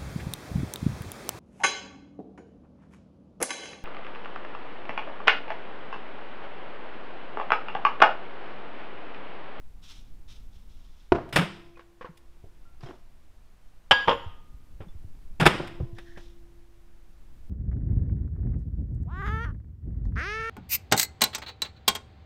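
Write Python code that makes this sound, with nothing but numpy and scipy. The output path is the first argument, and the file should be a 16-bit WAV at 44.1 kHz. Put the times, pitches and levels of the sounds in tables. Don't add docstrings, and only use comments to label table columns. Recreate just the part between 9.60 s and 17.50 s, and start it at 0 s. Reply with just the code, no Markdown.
import sys
import numpy as np
from scipy import signal
from scipy.fft import rfft, irfft, next_fast_len
from scipy.io import wavfile
from scipy.ndimage import uniform_filter1d

SR = 44100
rng = np.random.default_rng(int(sys.argv[2]) if len(sys.argv) > 2 else 0)


def wav_out(sig):
    wavfile.write(sys.argv[1], SR, np.round(np.clip(np.atleast_2d(sig).T, -1, 1) * 32767).astype(np.int16))


N = 348257

# f/Hz, level/dB
HISS_COLOUR = [(100, -10), (300, -17.5), (700, -16), (2000, -22.5), (5000, -29.5), (14700, -36.5),
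               (16000, -39)]
RUMBLE_COLOUR = [(12, 4), (30, -7), (54, -12), (109, -25), (179, -29), (300, -34), (900, -63)]
SCUFF_COLOUR = [(470, -37.5), (800, -13), (1320, -7.5), (1800, -12.5), (3570, 1.5), (4560, -8),
                (5420, -3.5), (7280, -15), (15000, -28.5)]
BENCH_COLOUR = [(40, -27.5), (70, -7.5), (209, -13), (372, -4), (577, -7), (727, -8), (1000, -9.5),
                (2780, -25.5), (5500, -38), (15000, -74)]
DOOR_COLOUR = [(35, -29), (60, -9.5), (167, -8.5), (320, -3), (486, -7), (1290, -9), (2100, -11.5),
               (2530, -12.5), (3600, -17), (4250, -28), (5200, -24), (5980, -36.5), (8670, -33.5),
               (15500, -49)]
HINGE_COLOUR = [(150, -24), (1500, -6), (5400, -29), (14000, -70)]
PLATE_COLOUR = [(35, -37), (60, -11), (200, -16), (359, -15), (509, -6), (721, -9), (889, -0.3),
                (2360, -14), (3150, -4.5), (4200, -29), (5200, -27), (7000, -50), (15500, -68)]
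# t/s, level/dB
RUMBLE_LEVELS = [(0, -43), (.55, -39), (1.15, -40), (1.6, -50), (2.2, -52), (3.1, -45), (3.6, -47),
                 (4.25, -48), (4.6, -43), (5.3, -39), (5.8, -38), (6.3, -41.5), (6.8, -42), (7.25, -47),
                 (7.9, -40)]
# t/s, level/dB, rise/s, hold/s
SCUFFS = [(.213, -56.5, .018, .05), (.275, -52.5, .035, .0), (.672, -57, .012, .04), (.9, -68, .03, .05),
          (1.08, -71, .02, .35), (3.2, -64, .03, .07), (6.342, -67, .01, .17), (6.57, -62, .006, .08)]
SQUEAKS = [(6.345, -56, .04, .008), (6.435, -60, .03, .065), (6.55, -61, .015, .04)]
# t/s, level/dB, tilt/(dB per octave), rattle fade/s
BENCH_KNOCKS = [(1.52, -4.5, -1.8, .025), (1.549, -17.5, -1.5, 0.08), (1.581, -25, -4, 0.056),
                (2.84, -44.5, -15.5, 0.15), (3.207, -50, 5, 0.05)]
DOOR_KNOCKS = [(1.689, -52, 6, .04), (1.726, -27, 3.5, 0.17), (1.759, -9.5, 2.3, 0.075),
               (2.572, -52, 8, 0.054), (5.204, -37, -4.5, 0.15), (5.799, -15.5, 0.4, 0.16),
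               (5.822, -16, -3.5, .09), (5.855, -9.5, 0.9, .08), (5.863, -0.7, 0.9, 0.045),
               (5.885, -22.5, -2.5, 0.62), (5.999, -22, -9, 0.036), (6.072, -38, 2.5, 0.054),
               (6.201, -27, -16, 0.04), (6.383, -38, 1.5, 0.063), (6.572, -38, -2, 0.07)]
HINGE_KNOCKS = [(2.171, -46, 0.3, .07), (2.194, -41.5, 0.3, .1), (2.411, -33.5, -1.5, .13),
                (2.446, -32, -4, .13)]
PLATE_KNOCKS = [(4.31, -5.5, 1.2, 0.07), (4.314, -6, 2.4, 0.04)]
LANDING_KNOCKS = [(4.475, -21, 0.5, 0.051), (4.481, -8, -2.2, 0.04), (4.549, -29, -15, .06)]
# the four columns above for the first knock, then
# first gap/s, gap multiplier, level step/dB, tilt step/(dB per octave)
DOOR_BOUNCES = (1.784, -17.5, 0.1, .12, .0255, 1.0, -6, -0.1)
CUP_JUDDERS = (3.23, -40, 3.5, .2, .0315, 1.0, 2.5, -2.5)
CUP_ROCKS = (4.492, -13, -0.6, .06, .019, .9, -3, -1.2)
# f/Hz, level/dB, fade/s
BENCH_TONES = [(76.5, -12, .12), (144, -11.5, 0.1), (373.3, 3, 0.044), (690, -5, 0.063)]
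DOOR_TONES = [(109, -10, .15), (159.66, 2.5, 0.18), (172, -1, 0.17), (194.6, -8, 0.5), (367, -8.5, 0.13),
              (587, -4.5, 0.1)]
SPRING_TONES = [(342.4, 0.5, 3.8), (681, -10.5, 2), (1017, -9, 1.2)]
HINGE_TONES = [(510, -4, .04), (1100, 0.5, .03)]
PLATE_TONES = [(517, -13, .25), (850, 3, .09), (1045, -4, .05), (3070, -5, .05)]
PART_TONES = [(7050, 5, .035), (9300, -6, .04), (11170, -8, .06), (11950, -8, .05)]
CUP_TONES = [(1651, -15.5, 0.52), (3120, -24.5, 0.26), (3430, -41, 0.77), (3693, -33.5, .37),
             (4721, -36.5, .4), (4750, -40, .4)]
LOADED_PLATE_TONES = [(479, -8, .26), (554, -5, .18), (930, 5, .055), (1066, 0.3, .15)]
# f/Hz, fade/s
ROOM_FADES = [(100, 0.97), (500, 0.53), (2000, 0.55), (6000, 0.62), (14000, 0.21)]
# t/s, level/dB, f/Hz
THUMPS = [(1.734, -25.5, 131), (1.786, -9, 172), (1.825, -18, 165), (2.49, -35, 166), (2.837, -34.5, 90),
          (3.233, -28, 130), (4.662, -24.5, 85), (4.942, -27, 52), (5.202, -28, 92), (5.265, -38, 170),
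          (5.35, -28, 68), (5.444, -29, 92), (5.816, -9.5, 153), (6.204, -16, 77), (6.224, -18.5, 122),
          (6.328, -27.5, 104.1)]
# t/s, level/dB
SPRING_PLUCKS = [(1.91, -51), (5.952, -44)]
# t/s, level/dB, f/Hz, fade/s
PINGS = [(2.159, -53, 2480, .08), (3.053, -60.5, 1372, .4), (3.208, -54, 4900, .025),
         (3.261, -52, 3200, .08), (3.262, -57, 5150, .06), (4.491, -47.5, 1226, 1.2),
         (5.285, -60, 3470, .12)]
# t/s, level/dB
CUP_JOLTS = [(4.31, -48), (4.478, -51)]


def undb(db):
    return 10 ** (np.asarray(db, float) / 20)


def on_log_axis(table, size):
    hz, value = np.transpose(table)
    bin_hz = np.maximum(np.arange(size // 2 + 1), 1) * SR / size
    return np.interp(np.log(bin_hz), np.log(hz), value)


def tone_filter(db):
    cepstrum = irfft(db * np.log(10) / 20)
    half = len(cepstrum) // 2
    cepstrum[1:half] *= 2
    cepstrum[half + 1:] = 0
    return np.exp(rfft(cepstrum))


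def ring(tones, size):
    t = np.arange(size) / SR
    return sum(undb(db - 60 * t / fade) * np.sin(2 * np.pi * hz * t) for hz, db, fade in tones)


def add(out, start, sound):
    i = int(start * SR)
    out[i:i + len(sound)] += sound[:N - i]


def noise(colour):
    size = next_fast_len(N + N % 2, True)
    x = irfft(rfft(rng.standard_normal(size)) * undb(on_log_axis(colour, size)), size)[:N]
    return x / x.std()


def wobble(per_second):
    hold = int(SR / per_second)
    steps = np.repeat(rng.standard_normal(N // hold + 1), hold)
    return uniform_filter1d(uniform_filter1d(steps, hold), hold)[:N]


def swells(rows, fade_db_per_s):
    t = np.arange(N) / SR
    out = np.zeros(N)
    for start, db, rise, hold in rows:
        fading_s = np.maximum(t - start - rise - hold, 0)
        out += np.clip((t - start) / rise, 0, 1) ** 2 * undb(db - fade_db_per_s * fading_s)
    return out


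def repeats(run, count=3):
    start, db, tilt, fade, gap, growth, step_db, step_tilt = run
    times = [start + gap * np.sum(growth ** np.arange(k)) for k in range(count)]
    return [(s, db + k * step_db, tilt + k * step_tilt, fade) for k, s in enumerate(times)]


def hiss(level_db=-67):
    return undb(level_db + 0.46 * wobble(3)) * noise(HISS_COLOUR)


def camera_rumble():
    return noise(RUMBLE_COLOUR) * curve_gain(RUMBLE_LEVELS) * undb(0.83 * wobble(24))


def curve_gain(table):
    times, db = np.transpose(table)
    return undb(np.interp(np.arange(N) / SR, times, db, -120, -120))


def scuffs():
    return noise(SCUFF_COLOUR) * undb(2.0 * wobble(130)) * swells(SCUFFS, fade_db_per_s=140)


def knocks(rows, tones, colour, ring_db, grit_db, size=1 << 15):
    direct, to_room = np.zeros((2, N))
    t = np.arange(size) / SR
    octaves = on_log_axis([(500, -1), (16000, 4)], size)
    colour_db = on_log_axis(colour, size)
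    ringing = rfft(ring(tones, size))
    ringing /= np.abs(ringing).max()
    crack = undb(2.5 - 60 * t / 0.0088)
    rise = 1 - np.exp(-t / 0.0026)
    for start, db, tilt, fade in rows:
        grit = undb(grit_db * np.repeat(rng.standard_normal(size // 64), 64))
        rattle = rfft(rng.standard_normal(size) * grit * (undb(-60 * t / fade) + crack) * rise)
        tap = np.sqrt(np.mean(np.abs(rattle) ** 2))
        tilt_db = tilt * octaves
        body = tone_filter(colour_db + tilt_db)
        tilted_ring = ringing * tone_filter(tilt_db)
        sound = irfft(rattle * body + undb(ring_db) * (tap + 0.22 * rattle) * tilted_ring)
        gain = undb(db) / np.sqrt(np.mean(sound[:SR // 100] ** 2)) / 2
        add(direct, start, gain * sound)
        add(to_room, start, gain * tap * irfft(body + tilted_ring))
    return np.array([direct, to_room])


def cup_on_bench():
    return knocks(BENCH_KNOCKS + repeats(CUP_JUDDERS), BENCH_TONES, BENCH_COLOUR, ring_db=2, grit_db=4.5)


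def room_echo(sound, level_db=-14):
    t = np.arange(SR) / SR
    table_hz, fades = np.transpose(ROOM_FADES)
    tail = np.zeros(SR)
    for hz in 60 * 2 ** np.arange(0, 8.1, .5):
        fade = np.interp(np.log(hz), np.log(table_hz), fades)
        band = signal.butter(2, [hz / 2 ** .25, hz * 2 ** .25], "bandpass", fs=SR, output="sos")
        tail += signal.sosfilt(band, rng.standard_normal(SR)) * undb(-60 * t / fade)
    tail *= 1 - np.exp(-t / 0.002)
    return undb(level_db) * signal.fftconvolve(sound, tail / np.sqrt(np.sum(tail ** 2)))[:N]


def door():
    return knocks(DOOR_KNOCKS + repeats(DOOR_BOUNCES), DOOR_TONES, DOOR_COLOUR, ring_db=2.5, grit_db=2.5)


def thumps():
    out, t = np.zeros(N), np.arange(SR // 4) / SR
    for start, db, hz in THUMPS:
        add(out, start, ring([(hz, db, .09)], len(t)) * (1 - np.exp(-t / 0.0034)))
    return out


def latch_spring(steadied_s=2.2, drop_db=-3):
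    out, t = np.zeros(N), np.arange(3 * SR) / SR
    hum = (1 - np.exp(-t / 0.01)) * ring(SPRING_TONES, len(t))
    for start, db in SPRING_PLUCKS:
        steadied = np.clip((start + t - steadied_s) / 0.028, 0, 1) * (start < steadied_s)
        add(out, start, undb(db + drop_db * steadied) * hum)
    return out


def pings():
    out = np.zeros(N)
    for start, db, hz, fade in PINGS:
        add(out, start, ring([(hz, db, fade)], SR))
    return out


def hinge():
    return knocks(HINGE_KNOCKS, HINGE_TONES, HINGE_COLOUR, ring_db=3, grit_db=3)


def cup_touches_plate():
    return knocks(PLATE_KNOCKS, PLATE_TONES, PLATE_COLOUR, ring_db=7, grit_db=1.5)


def jingling_parts(hits=160, jostle_s=.17, settle_s=.012):
    out = np.zeros(N)
    for start, db in CUP_JOLTS:
        for when, which, softness, detune in rng.random((hits, 4)):
            hz, tone_db, fade = PART_TONES[int(which * len(PART_TONES))]
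            hz *= 1 + .045 * (detune - .5)
            delay = when * jostle_s
            settled_db = 18 * np.log10(1 + delay / settle_s)
            hit_db = db + tone_db - settled_db - 8 * softness
            add(out, start + delay, ring([(hz, hit_db, fade)], SR // 8))
    return out


def cup_ring(touch_s=4.311, lands_s=4.455, muffle_db=-25):
    out, t = np.zeros(N), touch_s + np.arange(SR) / SR
    muffled = np.clip((t - lands_s) / 0.0172 + .5, 0, 1)
    add(out, touch_s, ring(CUP_TONES, SR) * undb(muffle_db * muffled))
    return out


def cup_lands():
    rows = LANDING_KNOCKS + repeats(CUP_ROCKS)
    return knocks(rows, LOADED_PLATE_TONES, PLATE_COLOUR, ring_db=9, grit_db=2.5)


def hand_squeaks(pitch_hz=1760, width_hz=300):
    edges = [pitch_hz - width_hz / 2, pitch_hz + width_hz / 2]
    band = signal.butter(2, edges, "bandpass", fs=SR, output="sos")
    squeak = signal.sosfilt(band, rng.standard_normal(N))
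    return squeak / squeak.std() * undb(3.0 * wobble(90)) * swells(SQUEAKS, fade_db_per_s=400)


def scene():
    direct, to_room = cup_on_bench() + door() + hinge() + cup_touches_plate() + cup_lands()
    noises = hiss() + camera_rumble() + scuffs() + hand_squeaks()
    rings = thumps() + latch_spring() + pings() + jingling_parts() + cup_ring()
    return (noises + direct + room_echo(to_room) + rings)[None]


def record(dry):
    rounded = np.tanh(.75 * dry) / .75
    treble_cut = signal.ellip(8, .2, 70, 15500, fs=SR, output="sos")
    return signal.sosfilt(treble_cut, rounded).clip(-.98, .98)


dry = scene()
out = record(dry)
wav_out(out)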